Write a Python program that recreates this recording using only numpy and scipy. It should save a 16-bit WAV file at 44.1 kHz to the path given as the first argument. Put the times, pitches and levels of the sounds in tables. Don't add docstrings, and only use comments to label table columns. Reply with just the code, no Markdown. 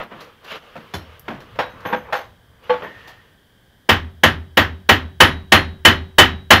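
import sys
import numpy as np
from scipy import signal
from scipy.fft import rfft, irfft
from scipy.io import wavfile
from scipy.ndimage import uniform_filter1d

SR = 44100
rng = np.random.default_rng(int(sys.argv[2]) if len(sys.argv) > 2 else 0)


def bounce(signal):
    frames = np.transpose(np.atleast_2d(signal))
    limited = np.clip(frames, -1, 1)
    pcm = np.round(limited * 32767).astype(np.int16)
    wavfile.write(sys.argv[1], SR, pcm)


def to_linear_factor(level_db):
    exponent = np.asarray(level_db, float) / 20
    return 10 ** exponent


N = 291060
HALF = SR // 2
GRAIN_S, GRAIN_DB = 0.003, 2.5

# f/Hz, T60/s
ROOM_DECAY = [(120, 0.2), (500, 0.39), (2000, 0.35), (6000, 0.34), (12000, .2)]
# f/Hz, level/dB, T60/s
BENCH = [(151, -8, .27), (226, -1, .19), (277, -6, .15), (304, -12, .15)]
BOOM = [(77.4, -12, .6), (94.8, 0, .22), (83.6, -11, .6), (68.7, -26, .8), (54, -18, .25), (118, -3, .13),
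        (88, -7, .3)]
HEAD = [(3854, -4, .58), (4683, -5, .24), (5354, -4, .2), (5470, -7, .25)]
CHEEK = [(4210, 0, .27), (6704, -11, .16)]
# f/Hz, level/dB, T60/s
TOUCH = [(3060, 2, .15), (3461, 4, .12), (3854, -11, .3), (4215, -6, .25), (5472, -7, .27), (6700, -8, .1),
         (10257, -13, .2), (10812, -15, .18), (11388, -9, .18), (11829, -17, .15)]
BLOCK = [(495, 2, .2), (872, 0, .2), (1647, -18, .12), (2030, -16, .12), (3130, -12, .1), (4230, -22, .1)]
HANDLE = [(501, -6, .25), (818, -2, .18), (933, -3, .14), (1098, -5, .15), (1593, -7, .16),
          (3440, -16, .14)]
OFFCUT = [(528, 0, .12), (694, -1, .06), (926, -5, .1), (1335, -8, .12)]


def unit(x):
    return x / np.sqrt(np.mean(x ** 2) + 1e-20)


def along(points, hz):
    f, v = np.transpose(points)
    return np.interp(np.log(hz + 1), np.log(f + 1), v)


def add(track, s, sound):
    part = track[max(round(s * SR), 0):][:len(sound)]
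    part += sound[:len(part)]


def waver(step_s, count):
    knots = rng.standard_normal((count, int(0.5 / step_s) + 2))
    position = np.arange(HALF) / SR / step_s
    return np.array([np.interp(position, np.arange(len(k)), k) for k in knots])


def rise(seconds):
    return 1 - np.exp(-np.arange(HALF) / SR / seconds)


def swell(start, end, db, rise_rate, fall_rate):
    t = np.arange(N) / SR
    climb = np.maximum(rise_rate * (start - t), 0)
    fall = np.maximum(fall_rate * (t - end), 0)
    return to_linear_factor(db - climb - fall)


def noise(spectrum, patchy_db):
    hz, _, z = signal.stft(rng.standard_normal(N), SR, nperseg=1024)
    field = uniform_filter1d(rng.standard_normal(z.shape), size=8, axis=0)
    field = uniform_filter1d(field, size=3, axis=1)
    gain = to_linear_factor(along(spectrum, hz)[:, None] + patchy_db * unit(field))
    return unit(signal.istft(z * gain, SR, nperseg=1024)[1][:N])


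def narrow(hz, width_hz):
    f = np.fft.rfftfreq(N, 1 / SR)
    resonance = 1 / (1 + ((f - hz) / width_hz) ** 2)
    return unit(irfft(rfft(rng.standard_normal(N)) * resonance, N))


def burst(spectrum, t60s):
    hz, t, z = signal.stft(rng.standard_normal(HALF), SR, nperseg=512)
    gain = unit(to_linear_factor(along(spectrum, hz)))[:, None]
    fade = to_linear_factor(-60 * t / along(t60s, hz)[:, None])
    return signal.istft(z * gain * fade, SR, nperseg=512)[1][:HALF]


def ring(modes, scatter_db=1.5):
    t = np.arange(HALF) / SR
    strength = rng.standard_normal((len(modes), 1))
    flutter = 1.5 * waver(0.025, count=len(modes))
    chance = scatter_db * (strength + flutter)
    out = np.zeros(HALF)
    for k, (hz, db, t60) in enumerate(modes):
        out += (-1) ** k * to_linear_factor(db + chance[k] - 60 * t / t60) * np.sin(2 * np.pi * hz * t)
    return out


def room_hush():
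    # f/Hz, density level/dB per Hz
    hush_spectrum = [(13, -19), (22, -1), (32, 0), (109, 1.5), (270, -5), (356, -9), (387, -7.5),
                     (1410, -17), (1580, -6.5), (2670, -26), (3150, -9), (4140, -25.5), (4500, -22),
                     (6810, -30), (16000, -27.5)]
    return to_linear_factor(-55.5) * noise(hush_spectrum, patchy_db=0)


def rumble():
    shifts_of_weight = [(1.1, 1.196, -56), (1.6, 1.855, -47), (2.4, 2.443, -60), (2.95, 3.086, -55.5),
                        (3.7, 3.85, -65.5)]
    # f/Hz, density level/dB per Hz
    low_spectrum = [(25, 0), (50, -9.5), (90, 12), (150, -4.5), (230, -13.5), (400, -72)]
    fade = 35
    envelope = sum(swell(a, b, db, fade, fade) for a, b, db in shifts_of_weight)
    return envelope * noise(low_spectrum, patchy_db=4)


def dragging():
    # stop t/s, swell/dB per s, body level/dB, grit level/dB
    strokes = [(.03, 90, -42, -42.5), (0.123, 900, -38.5, -72), (0.212, 606, -40.5, -48),
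               (.48, 302, -41, -46), (0.521, 400, -37, -32), (.56, 507, -35, -37.5), (1.64, 130, -57, -55),
               (1.94, 150, -30.5, -47), (2.102, 244, -39, -75), (2.87, 63, -41, -77)]
    # start t/s, end t/s, body level/dB, grit level/dB
    fumbles = [(0.117, 0.276, -48, -53.5), (0.628, 1.16, -50, -53.5), (1.26, 2.214, -51.5, -57.5),
               (2.64, 2.69, -54, -51), (2.717, 3.092, -50.5, -50.5), (3.1, 3.29, -63, -66)]
    # f/Hz, density level/dB per Hz
    drag_spectrum = [(88, -47), (150, -13), (300, -15.5), (461, 2.5), (708, -7.5), (1200, -2),
                     (2600, -14.5), (3380, -84), (5720, -120)]
    # f/Hz, density level/dB per Hz
    grit_spectrum = [(1410, -7), (2400, -4), (2880, 1.5), (4320, -12), (6900, -24), (8550, -38),
                     (11600, -24.5), (15100, -34), (16000, -48.5)]
    drag = noise(drag_spectrum, patchy_db=1.5)
    grit = noise(grit_spectrum, patchy_db=1.5)
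    out = np.zeros(N)
    for s, rate, body_db, grit_db in strokes:
        out += swell(s, s, 0, rate, 440) * (to_linear_factor(body_db) * drag + to_linear_factor(grit_db) * grit)
    for a, b, body_db, grit_db in fumbles:
        out += swell(a, b, 0, 750, 120) * (to_linear_factor(body_db) * drag + to_linear_factor(grit_db) * grit)
    return out


def jingle():
    # t/s, upper level/dB, lower level/dB
    shakes = [(1.702, -66, -67), (1.864, -44.5, -54), (1.966, -57, -60), (2.165, -51, -53),
              (2.836, -58, -65)]
    upper, lower = narrow(11900, width_hz=190), narrow(6250, width_hz=190)
    out = np.zeros(N)
    for s, upper_db, lower_db in shakes:
        out += swell(s, s, 0, 1464, 220) * (to_linear_factor(upper_db) * upper + to_linear_factor(lower_db) * lower)
    return out


def chatter():
    # t/s, level/dB
    nudges = [
        (2.85, -45),
        (2.978, -58),
        (3.078, -57.5),
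    ]
    envelope = sum(swell(s, s, db + 8, 580, 90) for s, db in nudges)
    return envelope * narrow(1830, width_hz=90)


def steel_ticks():
    # t/s, peak level/dB, T60/s
    contacts = [(0.0378, -39, 0.012), (0.5544, -53, 0.025), (1.1957, -25, 0.015), (1.6616, -43, 0.025),
                (2.6414, -47, 0.03)]
    # f/Hz, density level/dB per Hz
    tick_spectrum = [(2500, -24), (5000, -3), (9000, -10), (12500, 10.5), (16000, -7)]
    out, t = np.zeros(N), np.arange(HALF) / SR
    for s, db, t60 in contacts:
        envelope = to_linear_factor(-60 * t / t60) + to_linear_factor(-13)
        add(out, s - 0.0005, to_linear_factor(db - 12.5) * envelope * burst(tick_spectrum, [(8000, 0.15)]))
    return out


def lingering_rings():
    # t/s, modes of the part struck, level/dB
    struck_parts = [(.939, TOUCH, -36), (.94, BOOM, -19), (1.28, BENCH, -27), (1.589, HEAD, -40),
                    (1.589, CHEEK, -42), (.755, BENCH, -33), (.755, OFFCUT, -30), (1.556, OFFCUT, -40),
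                    (.002, BENCH, -34), (2.127, TOUCH, -45), (2.127, HEAD, -46), (2.695, BLOCK, -10),
                    (2.82, BLOCK, -30), (1.926, BENCH, -30), (1.589, HANDLE, -20), (1.849, HANDLE, -22),
                    (1.925, HANDLE, -15), (2.127, HANDLE, -19), (2.127, CHEEK, -42)]
    out = np.zeros(N)
    for s, modes, db in struck_parts:
        first_hz = modes[0][0]
        add(out, s, to_linear_factor(db) * rise(3 / first_hz) * ring(modes))
    return out


def knocks():
    # t/s, peak level/dB, thud level/dB, edge level/dB, wood note f/Hz
    held_knocks = [(0.001, -15.5, -13, -46, 1267), (0.205, -47, -21.5, 12.5, 1170),
                   (0.442, -34.5, -14, -6.5, 390), (0.938, -15, -6.5, -11, 393),
                   (1.095, -44, -19.5, -19, 1230), (1.403, -32, -13, -11, 530),
                   (1.556, -32.5, -9, -16, 610), (1.589, -3, -21, -26, 933), (1.737, -37, 5.5, -30, 485),
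                   (1.803, -46, -11, -2, 517), (1.927, -8, -11.5, -30, 956), (3.075, -29, -18, -6.5, 840)]
    # t/s, peak level/dB, thud level/dB, edge level/dB, wood note f/Hz
    free_knocks = [(0.117, -28, -1.5, -38, 694), (0.755, -26.5, -4.5, -18, 512),
                   (1.281, -14.5, -6.5, -26, 624), (1.852, -14, -10.5, -32, 1081),
                   (2.125, -7, -28, -22, 803), (2.695, -9.5, -16, -32, 1130), (2.821, -18.5, -12, -35, 427)]
    # f/Hz, density level/dB per Hz
    body_spectrum = [(240, -18.5), (400, -7.5), (537, 2), (1090, -0.5), (1290, -3), (1620, -0.5),
                     (2450, -10), (3390, -12.5), (4500, -31), (5850, -34), (9900, -120)]
    thud_spectrum = [(70, -23), (130, 8.5), (250, 2.5), (400, 2), (600, -57)]
    edge_spectrum = [(2400, -22), (4000, -1.5), (6200, -11), (8600, -22), (11000, -17.5), (13000, -16),
                     (15200, -15), (16500, -36)]
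    out, t = np.zeros(N), np.arange(HALF) / SR
    events = [(*k, 0.18) for k in held_knocks] + [(*k, 0.3) for k in free_knocks]
    for s, db, thud_db, edge_db, hz, t60 in events:
        body = burst(body_spectrum, [(500, 0.89 * t60), (4000, 0.86 * t60)])
        body += ring([(hz, -5, 0.89 * t60)])
        thud = to_linear_factor(thud_db) * burst(thud_spectrum, [(200, 1.75 * t60)])
        edge = to_linear_factor(edge_db) * burst(edge_spectrum, [(5000, 1.08 * t60), (13000, t60)])
        direct = 1 + 0.37 * np.exp(-t / 0.00063)
        crack = direct * to_linear_factor(GRAIN_DB * waver(GRAIN_S, count=1)[0])
        room = to_linear_factor(-11) * rise(0.009) * burst(body_spectrum, ROOM_DECAY)
        impact = rise(0.0017) * (crack * (body + edge) + thud)
        add(out, s - 0.0006, to_linear_factor(db - 10) * (impact + room))
    return out


def clang():
    # f/Hz, width/Hz
    nail_bands = [(5200, 500), (6700, 300), (11000, 500), (13300, 650), (15000, 400)]
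    f, t = np.fft.rfftfreq(HALF, 1 / SR), np.arange(HALF) / SR
    bands = np.zeros(len(f))
    for hz, width_hz in nail_bands:
        bands += to_linear_factor(4.5 * rng.standard_normal()) / (1 + ((f - hz) / width_hz) ** 2)
    onset_db = (7.5 + GRAIN_DB * waver(GRAIN_S, count=1)[0]) * np.exp(-t / 0.0076)
    envelope = to_linear_factor(-26 - 60 * t / 0.16 + onset_db)
    return envelope * unit(irfft(rfft(rng.standard_normal(HALF)) * bands, HALF))


def blows():
    # t/s, peak level/dB, face ring level/dB, cheek ring level/dB, claw ring level/dB
    strikes = [(3.891, -2, -15.5, -44.5, -48), (4.235, -1.5, -18.5, -33.5, -41),
               (4.572, -1.5, -23, -33.5, -53), (4.891, 0, -14.5, -27.5, -42),
               (5.204, 3.5, -9.5, -23.5, -29), (5.521, 3, -15, -18.5, -32), (5.851, 2.5, -3, -17, -36),
               (6.184, 4, -1, -25.5, -45.5), (6.506, 5, -9, -18, -33.5)]
    # f/Hz, density level/dB per Hz
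    bang_spectrum = [(70, -20.5), (120, -21), (230, -6.5), (420, -3), (800, -2.5), (1300, -4), (1870, -0.5),
                     (2300, -9), (3200, -6), (4200, -18.5), (6500, -31), (9000, -43), (11500, -33.5),
                     (15500, -41)]
    # f/Hz, T60/s
    bang_decay = [(120, 0.81), (400, 0.14), (1100, 0.22), (3000, 0.2), (6000, 0.2), (12000, 0.15)]
    # f/Hz, level/dB, T60/s
    vice_modes = [(382, -25, .6), (518, -11, .18), (790, -12, .18), (1243, -12, .16), (1386, -12, .16),
                  (1523, -12, .2), (1673, -10, .16), (1776, -7, .16), (1836, -7, .18), (1920, -1, .16),
                  (2049, -12, .13), (2608, -12, .19)]
    face_modes = [(2987, 0, .19), (3030, 0, .19)]
    claw_modes = [(8976, -6, .2), (10257, -6, .2), (10815, 0, .2), (10890, -6, .26), (11635, -6, .2)]
    out = np.zeros(N)
    same_bang, same_room = burst(bang_spectrum, bang_decay), burst(bang_spectrum, ROOM_DECAY)
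    lead = round(0.002 * SR)
    for s, db, face_db, cheek_db, claw_db in strikes:
        bang = 0.54 * same_bang + 0.5 * burst(bang_spectrum, bang_decay)
        bang += (to_linear_factor(7 + 0.2 * face_db) - 1) * np.diff(bang, prepend=0)
        reverberation = 0.27 * same_room + 0.52 * burst(bang_spectrum, ROOM_DECAY)
        room = to_linear_factor(-13) * rise(0.064) * reverberation
        steel = to_linear_factor(-6) * ring(vice_modes)
        add(out, s - 0.0004, to_linear_factor(db + 1) * (rise(0.0013) * (bang + steel + clang()) + room))
        direct = (bang + 0.43 * np.diff(bang, prepend=0))[:lead]
        add(out, s - 0.0022, to_linear_factor(db - 17) * rise(0.00093)[:lead] * direct)
        give = to_linear_factor(0.26 * db)
        add(out, s, give * to_linear_factor(-10) * rise(0.012) * ring(BENCH, 1))
        add(out, s, give * to_linear_factor(-4) * rise(0.033) ** 2 * ring(BOOM, 0.4))
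        head_db = -37 + 2.5 * db
        hammer = [(face_db, face_modes), (head_db, HEAD), (cheek_db, CHEEK), (claw_db, claw_modes)]
        for part_db, modes in hammer:
            add(out, s, to_linear_factor(part_db) * rise(0.001) * ring(modes, 1))
    return out


def scene():
    background = room_hush() + rumble()
    handling = dragging() + jingle() + chatter()
    contacts = steel_ticks() + lingering_rings() + knocks()
    return (background + handling + contacts + blows())[None]


def band_limit(x):
    return signal.sosfilt(signal.butter(12, 16310, fs=SR, output="sos"), x)


def record(dry):
    hz = np.fft.rfftfreq(N, 1 / SR)
    edge_db = -60 * np.clip((hz - 15780) / 260 + 0.5, 0, 1)
    high_pass = hz / (hz - 18j)
    limited = irfft(rfft(dry) * to_linear_factor(edge_db) * high_pass, N)
    clipped = limited / (1 + np.abs(limited / 1.02) ** 12) ** (1 / 12)
    return band_limit(np.clip(clipped, -1, 1))


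dry = scene()
out = record(dry)
bounce(out)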